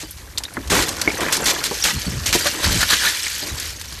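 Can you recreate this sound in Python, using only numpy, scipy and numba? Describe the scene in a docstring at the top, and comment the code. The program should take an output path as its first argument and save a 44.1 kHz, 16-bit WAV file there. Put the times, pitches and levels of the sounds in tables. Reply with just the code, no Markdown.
"""A car door is pulled open through its shell of ice, close to the microphone, in an open car park.
From the start, over faint hiss and the rumble of gusts and movement on the microphone, cracks run
through the shell; fragments skitter, loose sheets grind, knock on the door, snap and clink.
The swinging door thumps at 0.6 s and several times around 2 s. From 2.5 to 3.1 s fallen sheets smash
on the asphalt. Skitter, a few snaps and a last thump at 3.5 s follow."""
import sys
import numpy as np
from scipy import signal
from scipy.fft import rfft, irfft
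from scipy.io import wavfile
from scipy.ndimage import uniform_filter1d
from numba import njit

SR = 44100
rng = np.random.default_rng(int(sys.argv[2]) if len(sys.argv) > 2 else 0)


def store_wav(level_fs):
    """Save 16-bit WAV to argv[1]."""
    pcm = np.round(np.clip(np.atleast_2d(level_fs), -1, 1) * 32767)
    wavfile.write(sys.argv[1], SR, pcm.T.astype(np.int16))


N = 4 * SR

# cracks through the shell: start_s, length_s, level_db, fall_db, ring_db
CRACKS = [(0.0, 0.028, -32.5, -0.5, -45), (0.698, 0.14, -18.5, 4, -25.5), (1.2, 0.067, -30.5, 3.5, -27),
          (1.323, 0.05, -11, 17, -28.5), (1.455, 0.058, -15.5, 0.5, -26), (1.646, 0.023, -21.5, -1, -42),
          (1.837, 0.075, -17, 6.5, -22.5), (2.258, 0.053, -17, 10, -31), (2.326, 0.034, -11.5, 7, -21.5)]
# fragments trickling and sliding: time_s, level_db
SKITTER_LEVELS = [(0, -41), (.36, -49), (.41, -47.5), (.695, -41), (.72, -24), (.86, -29), (.94, -33.5),
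                  (1.5, -29), (1.92, -27.5), (2.2, -34.5), (2.4, -22), (2.58, -30), (2.68, -21.5),
                  (3.0, -23.5), (3.44, -29), (3.55, -33.5), (3.66, -27), (3.76, -37.5)]
# sheets rubbing: time_s, level_db
GRIND_LEVELS = [(0, -59), (.695, -46), (.72, -26.5), (.92, -39), (1.4, -32), (1.79, -46.5), (2.2, -45),
                (2.7, -35), (3.32, -61), (3.45, -43.5), (3.7, -52)]
# gusts and movement on the microphone: time_s, level_db
RUMBLE_LEVELS = [(.54, -40), (.78, -25), (.86, -38.5), (1.8, -42.5), (2.3, -29), (2.58, -44), (2.67, -22),
                 (2.77, -20.5), (2.84, -34), (3.2, -46.5), (3.53, -39.5), (4, -38)]
# sheets hitting the door: start_s, level_db, pitch_hz, decay_s
DOOR_KNOCKS = [(0.033, -32, 340, 0.014), (0.719, -18, 316, 0.031), (0.768, -20.5, 297, 0.033),
               (1.076, -16.5, 340, 0.015), (1.216, -20.5, 329.4, 0.021), (1.712, -20, 498, 0.01377),
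               (2.352, -14.5, 295, 0.014), (2.458, -20.5, 518, .018), (3.428, -30.5, 338.4, 0.028)]
# modes of the iced door: pitch_ratio, gain_db
DOOR_MODES = [(0.582, -10.5), (1.001, 3), (1.25, -1.5), (2.0, -1), (2.7, -4.5)]
# single breaks: time_s, level_db, centre_hz
ICE_SNAPS = [(0.1095, -20, 12000), (0.381, -8, 5000), (0.4365, -14, 4000), (0.538, -25, 10500),
             (0.675, -22, 4700), (0.8235, -9, 4000), (0.8835, -12, 5600), (0.8905, -10, 5600),
             (1.0152, -6, 4500), (1.206, -14, 3200), (1.3685, -8, 5500), (1.443, -14, 7000),
             (1.6398, -7, 4000), (1.8405, -6, 4500), (1.857, -8, 3500), (3.2675, -14, 3000),
             (3.599, -13, 7000), (3.813, -18, 4000), (3.924, -21, 3000)]
# loose plates striking: start_s, level_db, pitch_hz, spread_octaves
PLATE_CLINKS = [(0.3755, -12, 4100, .25), (0.4512, -19, 3850, .08), (0.4833, -29, 1930, .4),
                (0.5685, -14, 1500, .5), (1.853, -11, 1800, .2), (1.0765, -3, 2239, .06),
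                (1.102, -14, 2230, .1), (1.284, -13, 1800, .5), (1.562, -16, 1400, .6),
                (1.824, -11, 5600, .08), (2.829, -6, 1520, .22), (2.931, -7, 1750, .2),
                (3.266, -15, 2050, .2)]
# blows of the swinging door: start_s, peak_db, pitch_hz
DOOR_THUMPS = [(0.57, -18.5, 224), (1.928, -21.5, 140), (1.955, -17, 93), (2.066, -14, 100),
               (2.118, -19, 150), (2.165, -17, 83), (3.515, -17.5, 88)]
# sheets hitting the ground: peak_s, decay_s, level_db
SHEET_SMASHES = [(2.468, .012, -15.5), (2.644, 0.015, -16.5), (2.813, 0.0086, -14.5), (2.831, .005, -13.5),
                 (2.908, 0.011, -13), (2.935, .013, -12.5), (3.066, 0.046, -17)]

# source spectra: frequency_hz, relative_db
CRACK_SPECTRUM = [(1000, -15.5), (3200, -4.5), (7500, -4), (9300, -11.5)]
SHEET_SPECTRUM = [(200, -1.5), (800, -3.5), (1900, 4), (4500, -4)]
SHARD_SPECTRUM = [(900, -16), (1700, -3.5), (6000, -1.5), (8200, -6), (9400, -10), (13000, -6.5)]
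GRIND_SPECTRUM = [(200, -0.5), (320, 3.5), (490, 1), (650, -0.5), (1050, -1), (1850, -2.5), (4000, -19.5)]
RUMBLE_SPECTRUM = [(25, -18), (62, 0), (95, -5), (170, -20), (1200, -78)]
SMASH_SPECTRUM = [(200, -15.5), (900, -9.5), (1700, -2), (2350, -7), (4000, 0.5), (10000, -13.5)]
AIR_SPECTRUM = [(60, -1), (2400, -23), (6500, 0)]

TIME_S = np.arange(N) / SR


def undb(db):
    return 10 ** (np.asarray(db) / 20)


def unit_rms(x):
    return x / np.sqrt(np.mean(x ** 2) + 1e-18)


def curve(rows):
    """Gain along rows of time_s, level_db."""
    return undb(np.interp(TIME_S, *np.array(rows).T))


def swell(peak_s, rise_s, decay_s):
    """Exponential rise to a peak, then exponential decay."""
    t = TIME_S - peak_s
    return np.exp(np.maximum(np.minimum(t / rise_s, -t / decay_s), -40))


def bandpass(x, centre_hz, q, passes=1):
    for _ in range(passes):
        x = signal.lfilter(*signal.iirpeak(centre_hz, q, fs=SR), x)
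    return x


def colour(x, spectrum, taps=8192):
    """Minimum-phase filter that keeps the power of white noise."""
    hz, db = np.array(spectrum).T
    bin_hz = np.arange(taps // 2 + 1) * SR / taps
    gain = undb(np.interp(np.log(bin_hz + 1), np.log(hz), db))
    cepstrum = irfft(np.log(gain))
    cepstrum[1:taps // 2] *= 2
    cepstrum[taps // 2 + 1:] = 0
    impulse = irfft(np.exp(rfft(cepstrum)))
    return signal.fftconvolve(x, impulse / np.linalg.norm(impulse))[:N]


@njit
def ring(start_s, pitch_hz, decay_s, size):
    """Sum of damped sines."""
    out = np.zeros(N)
    for k in range(len(start_s)):
        phasor = size[k] + 0j
        step = np.exp((2j * np.pi * pitch_hz[k] - 1 / decay_s[k]) / SR)
        first = int(start_s[k] * SR)
        for i in range(first, min(N, first + int(6 * decay_s[k] * SR))):
            out[i] += phasor.imag
            phasor *= step
    return out


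def grains(force, top_hz, decay_s, scatter_db, count):
    """Tiny breaks at random times, scaled by the force; low ones ring longer."""
    when, height, length, strength, side = rng.random((count, 5)).T
    pitch_hz = 100 + (top_hz - 100) * height ** 2
    ring_s = decay_s * 2 ** (2 * length - 1) * np.sqrt(np.median(pitch_hz) / pitch_hz)
    size = unit_rms(np.sqrt(height) * undb(-scatter_db * np.log(strength + .02)))
    size *= np.sign(side - .5) * force[(when * N).astype(int)]
    overlap = count * ring_s * SR / N
    return 2 * ring(when * N / SR, pitch_hz, ring_s, size / np.sqrt(overlap))


def clumps(window_s=0.016, depth_db=1.28):
    """Pieces come in random bunches: a gain flickering around 1."""
    flicker = uniform_filter1d(rng.standard_normal(N), int(window_s * SR))
    return undb(depth_db * unit_rms(flicker))


def cracks(rise_s=0.0024, release_s=0.007):
    """Each crack is an avalanche of tiny breaks that also rings the sheet."""
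    break_force, sheet_force = np.zeros((2, N))
    for start_s, length_s, level_db, fall_db, ring_db in CRACKS:
        age_s = TIME_S - start_s
        run = np.clip(age_s / rise_s, 0, 1)
        run *= undb(-fall_db * np.clip(age_s / length_s, 0, 1))
        run *= np.exp(-np.clip((age_s - length_s) / release_s, 0, 20))
        break_force += undb(level_db) * run
        sheet_force += undb(ring_db) * run
    breaks = grains(break_force, top_hz=14700, decay_s=0.00018, scatter_db=1, count=32000)
    sheet = grains(sheet_force, top_hz=4114, decay_s=0.0044, scatter_db=3, count=6000)
    return colour(breaks, CRACK_SPECTRUM) + colour(sheet, SHEET_SPECTRUM)


def skitter():
    """Crumbs hiss over the ground; larger shards tick among them in bunches."""
    flow = curve(SKITTER_LEVELS) * clumps()
    crumbs = grains(flow, top_hz=12750, decay_s=0.00042, scatter_db=4.5, count=40000)
    shards = grains(flow * clumps(), top_hz=8960, decay_s=0.01, scatter_db=5, count=2400)
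    return colour(undb(-0.5) * crumbs + undb(-8.5) * shards, SHARD_SPECTRUM)


def grind():
    """Large sheets rub and crunch dully against each other."""
    force = curve(GRIND_LEVELS) * clumps()
    crunch = grains(force, top_hz=4415, decay_s=0.0024, scatter_db=3.5, count=6000)
    return colour(crunch, GRIND_SPECTRUM)


def rumble(buffet_db=-29.5):
    """Gusts and movement rumble on the microphone; the strongest also buffet in the upper bass."""
    gust = curve(RUMBLE_LEVELS)
    buffet = unit_rms(bandpass(rng.standard_normal(N), centre_hz=184, q=1.6, passes=2))
    deep = colour(rng.standard_normal(N), RUMBLE_SPECTRUM)
    return gust * deep + undb(buffet_db) * (gust / gust.max()) ** 1.5 * buffet


def air(level_db=-47):
    """Faint, steady outdoor hiss."""
    return undb(level_db) * colour(rng.standard_normal(N), AIR_SPECTRUM)


def knocks(contacts=8):
    """A sheet hits the door and chatters on it, ringing the damped panel."""
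    out = np.zeros(N)
    for start_s, level_db, pitch_hz, decay_s in DOOR_KNOCKS:
        lag, size, detune = rng.standard_normal((3, contacts))
        lag_s = np.abs(lag) * decay_s
        lag_s[0], size[0] = 0, 2  # main hit
        size *= np.exp(-lag_s / decay_s)
        size /= np.linalg.norm(size)
        for ratio, gain_db in DOOR_MODES:
            mode_hz = pitch_hz * ratio * (1 + 0.1 * detune)
            ring_s = np.full(contacts, 0.85 * decay_s / np.sqrt(ratio))
            out += ring(start_s + lag_s, mode_hz, ring_s, undb(level_db + gain_db) * size)
    return uniform_filter1d(out, 4)


def snaps(width_hz=4800):
    """A sharp break with a few milliseconds of splintering; thin ice snaps higher."""
    out = np.zeros(N)
    for time_s, level_db, centre_hz in ICE_SNAPS:
        force = undb(level_db) * swell(time_s, rise_s=0.0001, decay_s=0.0053)
        out += bandpass(force * rng.standard_normal(N), centre_hz, q=centre_hz / width_hz)
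    return out


def clinks(mode_count=7, decay_s=0.0045, chatter_s=0.0017, scuff_db=-7):
    """Loose plates scuff and rattle in a cluster of modes: a tight one clinks, a wide one clacks."""
    out = np.zeros(N)
    for start_s, level_db, pitch_hz, spread_octaves in PLATE_CLINKS:
        lag, detune = rng.random((2, mode_count))
        position = 2 * (np.arange(mode_count) + detune) / mode_count - 1
        mode_hz = pitch_hz * 2 ** (spread_octaves * position)
        onset_s = start_s + lag ** 2 * chatter_s
        modes = ring(onset_s, mode_hz, np.full(mode_count, decay_s), np.ones(mode_count))
        contact = swell(start_s, rise_s=0.00013, decay_s=chatter_s)
        scuff = bandpass(contact * rng.standard_normal(N), pitch_hz, q=2)
        out += undb(level_db) * (modes / np.abs(modes).max() + undb(scuff_db) * scuff)
    return out


def thumps(decay_s=0.011):
    """Soft, rough blows swell and die within a few cycles of the damped door."""
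    out = np.zeros(N)
    for start_s, peak_db, pitch_hz in DOOR_THUMPS:
        age = np.maximum(TIME_S - start_s, 0) / decay_s
        blow = age * np.exp(-age) * bandpass(rng.standard_normal(N), pitch_hz, q=1, passes=2)
        out += undb(peak_db) * blow / np.abs(blow).max()
    return out


def smashes():
    """Fallen sheets burst into many short-ringing pieces; the larger ones clatter."""
    power = np.zeros(N)
    for peak_s, decay_s, level_db in SHEET_SMASHES:
        power += (undb(level_db) * swell(peak_s, decay_s, decay_s)) ** 2
    force = np.sqrt(power)
    plates = grains(force, top_hz=2170, decay_s=0.0036, scatter_db=3, count=2400)
    pieces = grains(force, top_hz=13940, decay_s=0.0014, scatter_db=0, count=22000)
    return colour(pieces, SMASH_SPECTRUM) + bandpass(plates, centre_hz=1680, q=2, passes=2)


def reflections(x, decay_s=0.014, level_db=-14.5):
    """Short scatter off the car and the ground."""
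    t = TIME_S[:SR // 4]
    impulse = rng.standard_normal(len(t)) * np.exp(-t / decay_s)
    return undb(level_db) * signal.fftconvolve(x, impulse / np.linalg.norm(impulse))[:N]


def scene():
    """Mono mix: ice and its reflections, hiss, door, rumble."""
    ice = cracks() + snaps() + clinks() + knocks() + skitter() + smashes() + grind()
    return (ice + reflections(ice) + air() + thumps() + rumble())[None]


def record(dry, low_hz=28, top_hz=13250, drive=0.8):
    """High-pass, soft clip, steep low-pass."""
    highpass = signal.butter(2, low_hz, "highpass", fs=SR, output="sos")
    lowpass = signal.ellip(10, .2, 80, top_hz, fs=SR, output="sos")
    rounded = np.tanh(drive * signal.sosfilt(highpass, dry)) / drive
    return signal.sosfilt(lowpass, rounded)


dry = scene()
out = record(dry)
store_wav(out)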